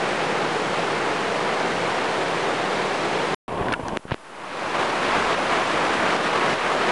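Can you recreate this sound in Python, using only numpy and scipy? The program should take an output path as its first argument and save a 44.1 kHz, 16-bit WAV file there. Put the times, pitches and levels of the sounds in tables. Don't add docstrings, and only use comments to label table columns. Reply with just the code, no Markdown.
import sys
import numpy as np
from scipy import signal
from scipy.fft import rfft, irfft, next_fast_len
from scipy.io import wavfile
from scipy.ndimage import uniform_filter1d

SR = 44100
rng = np.random.default_rng(int(sys.argv[2]) if len(sys.argv) > 2 else 0)


def unload_audio(sound):
    columns = np.transpose(np.atleast_2d(sound))
    steps = np.round(np.clip(columns, -1, 1) * 32767)
    wavfile.write(sys.argv[1], SR, steps.astype(np.int16))


N = 304731

PAUSE_START_S, PAUSE_END_S, UNCOVER_S = 3.3465, 3.4800, 3.975


def undb(db):
    return 10 ** (np.asarray(db) / 20)


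def level(x, db):
    return x * undb(db) / np.sqrt(np.mean(x ** 2))


def walk(rate):
    hold = int(SR / rate)
    steps = np.repeat(rng.standard_normal(N // hold + 1), hold)
    return 1.18 * uniform_filter1d(uniform_filter1d(steps, hold), hold)[:N]


def band(x, hz, octaves):
    edges = np.clip(hz * 2. ** (np.array([-.5, .5]) * octaves), 10, SR * .45)
    return signal.sosfilt(signal.butter(2, edges, "band", fs=SR, output="sos"), x)


# start_s, depth_db (before the easing)
LEVEL_DROPS = [(3.481, 3.5), (3.724, 4), (3.742, 10), (3.972, 29.5), (4.143, 26), (4.86, 2), (4.97, 0),
               (5.35, 2), (5.64, 1), (6.17, 2), (6.543, 3.5), (6.56, 3.5)]
CLIMB_DB_PER_S, SETTLE_DB = 40.5, 3


def drops_db(t):
    climbs = [np.where(t >= start_s, depth_db - CLIMB_DB_PER_S * (t - start_s), -99)
              for start_s, depth_db in LEVEL_DROPS]
    lack = np.max(climbs, axis=0)
    eased = SETTLE_DB * np.logaddexp(0, lack / SETTLE_DB)
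    return -uniform_filter1d(eased, size=88)


HISS_DB, HISS_FOLLOW = -51.8, .22
OFFSET, OFFSET_FOLLOW = -.0047, 0.21


def electronics(duck_db):
    hiss = level(band(rng.standard_normal(N), 6000, 2.6), HISS_DB)
    return hiss * undb(HISS_FOLLOW * duck_db) + OFFSET * undb(OFFSET_FOLLOW * duck_db)


# time_s, peak_db (crest of the rms level)
WIND_GUSTS = [(5.2, -42), (5.52, -54), (5.8, -51), (6.45, -56), (6.85, -56)]
GUST_FALL_DB_PER_S, CALM_DB = 100, -61


def wind(t, duck_db):
    gusts = sum(undb(peak_db - GUST_FALL_DB_PER_S * np.abs(t - time_s)) for time_s, peak_db in WIND_GUSTS)
    calm = undb(CALM_DB + 0.4 * duck_db) * (t > UNCOVER_S)
    flutter = level(band(rng.standard_normal(N), 55, 1.4), 0)
    return flutter * (gusts + calm)


GRIP_DB = -39
SLIDE_START_S, SLIDE_PEAK_S, SLIDE_END_S = 4.079, 4.12, 4.142
SLIDE_DB, SLIDE_RISE_DB_PER_S, SLIDE_FALL_DB_PER_S = -36.5, 260, 330


def rub(t, duck_db):
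    catches = rng.standard_normal(N) * undb(3.9 * walk(300))
    rumble = level(band(catches, 180, 1.4), 0)
    rasp = level(band(catches, 800, 1.4), 1)
    scratch = level(band(band(catches, 2300, 1.3), 2300, 1.3), -7)
    grip = undb(GRIP_DB + duck_db) * (t > PAUSE_END_S) * (t < UNCOVER_S)
    before = SLIDE_RISE_DB_PER_S * (SLIDE_PEAK_S - t)
    after = SLIDE_FALL_DB_PER_S * (t - SLIDE_PEAK_S)
    slide = undb(SLIDE_DB - np.maximum(before, after)) * (t > SLIDE_START_S) * (t < SLIDE_END_S)
    return (rumble + rasp + scratch) * (grip + slide)


# start_s, peak_db, swing_hz, direction (+1 or -1)
CASE_KNOCKS = [(3.612, -15.5, 140, -1), (3.6849, -11, 1200, 1), (3.7205, -16, 330, 1),
               (3.7222, -16, 400, -1), (3.834, -21, 130, 1), (3.8832, -23, 700, -1), (3.933, -15, 350, -1),
               (3.9716, -13, 2600, -1), (3.9718, -12, 2900, 1), (3.972, -9, 1100, -1),
               (3.9725, -14.5, 330, 1), (3.985, -50, 300, -1), (3.994, -36, 220, 1), (4.0534, -21, 334, -1),
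               (4.0563, -32, 250, 1), (4.0655, -34, 500, -1), (4.0685, -31, 500, 1), (4.1, -23, 500, -1),
               (4.1107, -14, 1100, 1), (4.1181, -8, 685, 1), (4.1201, -15, 806, 1), (4.121, -12.5, 132, -1),
               (4.139, -27, 700, 1), (4.1436, -11.5, 1210, 1), (4.144, -18, 330, -1)]


def case_knocks():
    out, t = np.zeros(N), np.arange(2048) / SR
    for start_s, peak_db, swing_hz, direction in CASE_KNOCKS:
        knock = direction * np.sin(2 * np.pi * swing_hz * t) * np.exp(-t * swing_hz * 2.5)
        knock *= np.sin(np.pi / 2 * np.clip(t * swing_hz * 5, 0, 1)) ** 2
        i = int(start_s * SR)
        out[i:i + 2048] += undb(peak_db) * knock / np.abs(knock).max()
    return out


# pitch_hz, level_db (relative)
SHELL_MODES = [(900, -3), (1480, 10), (1650, 4), (2350, 7.5), (2620, 9), (3120, 5), (3450, -18), (4300, -4),
               (4900, -6), (5500, -5), (6200, -9), (7000, -15), (7900, -8), (8900, 7), (10200, -12)]
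# start_s, peak_db, centre_hz
SHELL_SNAPS = [(3.6848, -16.5, 1698), (3.7228, -15, 3100), (3.7232, -31, 9000), (3.7255, -21, 1500),
               (3.7273, -22, 5600), (3.730, -18, 1500), (3.7368, -16, 2400), (3.7374, -19, 1500),
               (3.739, -19, 2400), (3.7385, -28, 9000), (3.7397, -16.5, 1500), (3.7382, -14, 3100),
               (3.7465, -24, 1600), (3.8832, -23.5, 5040), (3.8836, -26, 1500), (3.9714, -21, 2600),
               (3.9717, -26, 8800), (4.0805, -32, 1800), (4.0925, -34, 1500), (4.101, -26, 1900),
               (4.1085, -25, 1500), (4.1105, -24, 2400), (4.1165, -17, 1600), (4.1204, -21, 2400),
               (4.1227, -18, 2600), (4.1263, -24, 2500), (4.132, -30, 2800), (4.1392, -25, 3000),
               (4.1436, -30, 2400)]
# start_s, end_s, peak_db (typical), centre_hz (typical)
SHELL_SCRAPES = [(3.723, 3.732, -22, 1500), (4.082, 4.099, -34, 1300), (4.119, 4.138, -27, 2700)]
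PATTER_PER_S, PATTER_SCATTER_DB = 300, 3
RING_GRIPPED_MS, RING_OPEN_MS, RELEASE_S = 2.6, 0.55, 3.95


def scrape_patter():
    rows = []
    for start_s, end_s, peak_db, centre_hz in SHELL_SCRAPES:
        luck = rng.random((int((end_s - start_s) * PATTER_PER_S), 3))
        times = start_s + (np.arange(len(luck)) + luck[:, 0]) / PATTER_PER_S
        peaks = peak_db + PATTER_SCATTER_DB * (2 * luck[:, 1] - 1)
        centres = centre_hz * 2 ** (luck[:, 2] - .5)
        rows += zip(times, peaks, centres)
    return rows


def snaps():
    out, t = np.zeros(N), np.arange(2048) / SR
    mode_hz, mode_db = np.transpose(SHELL_MODES)
    rows = list(SHELL_SNAPS) + scrape_patter()
    chance = rng.standard_normal((len(rows), 2, len(mode_hz)))
    for (start_s, peak_db, centre_hz), (detune, scatter) in zip(rows, chance):
        ring_ms = RING_GRIPPED_MS if start_s < RELEASE_S else RING_OPEN_MS
        distance_db = np.minimum(26 * np.log2(mode_hz / centre_hz) ** 2, 38)
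        size = undb(mode_db + 2.0 * scatter - distance_db)
        fade = np.exp(-np.outer(mode_hz / 2000, t) * 1000 / ring_ms)
        ringing = np.sin(2 * np.pi * np.outer(mode_hz * (1 + 0.029 * detune), t))
        crack = size @ (fade * ringing)
        crack *= np.sin(np.pi / 2 * np.clip(t * centre_hz * 1.25, 0, 1)) ** 2
        i = int(start_s * SR)
        out[i:i + 2048] += undb(peak_db) * crack / np.abs(crack).max()
    return out


# time_s, rise_db
RUSH_SURGES = [(5.52, 1), (6.5, 0.5)]
SURGE_S = 0.041


def surges(t):
    return undb(sum(rise_db * np.exp(-((t - time_s) / SURGE_S) ** 2) for time_s, rise_db in RUSH_SURGES))


def rush(colour, db, start_s, end_s, swell_db, flicker_db, grain_db):
    a, b = int(start_s * SR), min(int(end_s * SR), N)
    size = next_fast_len(b - a)
    octave = np.log2(np.maximum(np.arange(size // 2 + 1) * SR / size, 1))
    grains = undb(grain_db * walk(250))[a:b]
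    spectrum = rfft(rng.standard_normal(b - a) * grains, size)
    pitch_hz, density_db = np.transpose(colour)
    spectrum *= undb(np.interp(octave, np.log2(pitch_hz), density_db))
    total, swell = 0, walk(2.23)[a:b]
    for centre in np.arange(4, 15):
        share = np.cos(np.pi / 2 * np.clip(octave - centre, -1, 1)) ** 2
        flicker = walk(22.08)[a:b]
        total = total + irfft(spectrum * share, size)[:b - a] * undb(swell_db * swell + flicker_db * flicker)
    out = np.zeros(N)
    out[a:b] = level(total, db)
    return out


# (relative, per Hz)
FAR_COLOUR = [(15, -56), (25, -27), (81, -20.5), (105, -14), (166, -3.5), (221, -6), (264, -7), (368, 0),
              (476, 0.5), (584, -2.5), (717, -1), (2160, -10), (3790, -18), (9780, -35), (11400, -68.5),
              (14800, -76), (22000, -120)]
# (relative, per Hz)
COVERED_COLOUR = [(25, -42), (45, -13), (140, -6), (350, -3.5), (1100, -3.5), (1230, -15), (1600, -16.5),
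                  (2400, -20.5), (3250, -26), (3550, -32), (4500, -34), (7000, -46), (11000, -60)]
# (relative, per Hz)
NEAR_COLOUR = [(35, -46), (60, -20), (124, -12), (161, -6), (273, -4.5), (333, -1), (1060, -0.5),
               (2680, -10.5), (5520, -23.5), (8200, -30.5), (10200, -34.5), (11400, -94), (14800, -80),
               (22000, -120)]
FAR_DB, COVERED_DB, NEAR_DB = -23, -24, -20.5
GRAINIER_S, DARKER_HZ, DARKER_DB = 3.745, 1200, -0.5


def river(t):
    darker = [(hz, db + DARKER_DB * (hz > DARKER_HZ)) for hz, db in COVERED_COLOUR]
    water = rush(FAR_COLOUR, FAR_DB, 0, PAUSE_START_S, swell_db=0.12, flicker_db=0.35, grain_db=0.67)
    water += rush(COVERED_COLOUR, COVERED_DB, PAUSE_END_S, GRAINIER_S, swell_db=.3, flicker_db=0.98, grain_db=1.6)
    water += rush(darker, COVERED_DB, GRAINIER_S, UNCOVER_S, swell_db=.3, flicker_db=1.0, grain_db=2.4)
    water += rush(NEAR_COLOUR, NEAR_DB, UNCOVER_S, N / SR, swell_db=0.12, flicker_db=0.73, grain_db=1.0)
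    return water * surges(t)


def scene():
    t = np.arange(N) / SR
    duck_db = drops_db(t)
    sound = electronics(duck_db) + wind(t, duck_db) + rub(t, duck_db)
    sound += case_knocks() + snaps()
    sound += river(t) * undb(duck_db)
    running = uniform_filter1d(1. * ((t < PAUSE_START_S) | (t > PAUSE_END_S)), size=40)
    return np.tile(sound * running, (2, 1))


TOP_HZ = 11050


def record(dry):
    rounded = np.tanh(1.486 * dry) / 1.514
    return signal.sosfilt(signal.ellip(10, .2, 75, TOP_HZ, fs=SR, output="sos"), rounded)


dry = scene()
out = record(dry)
unload_audio(out)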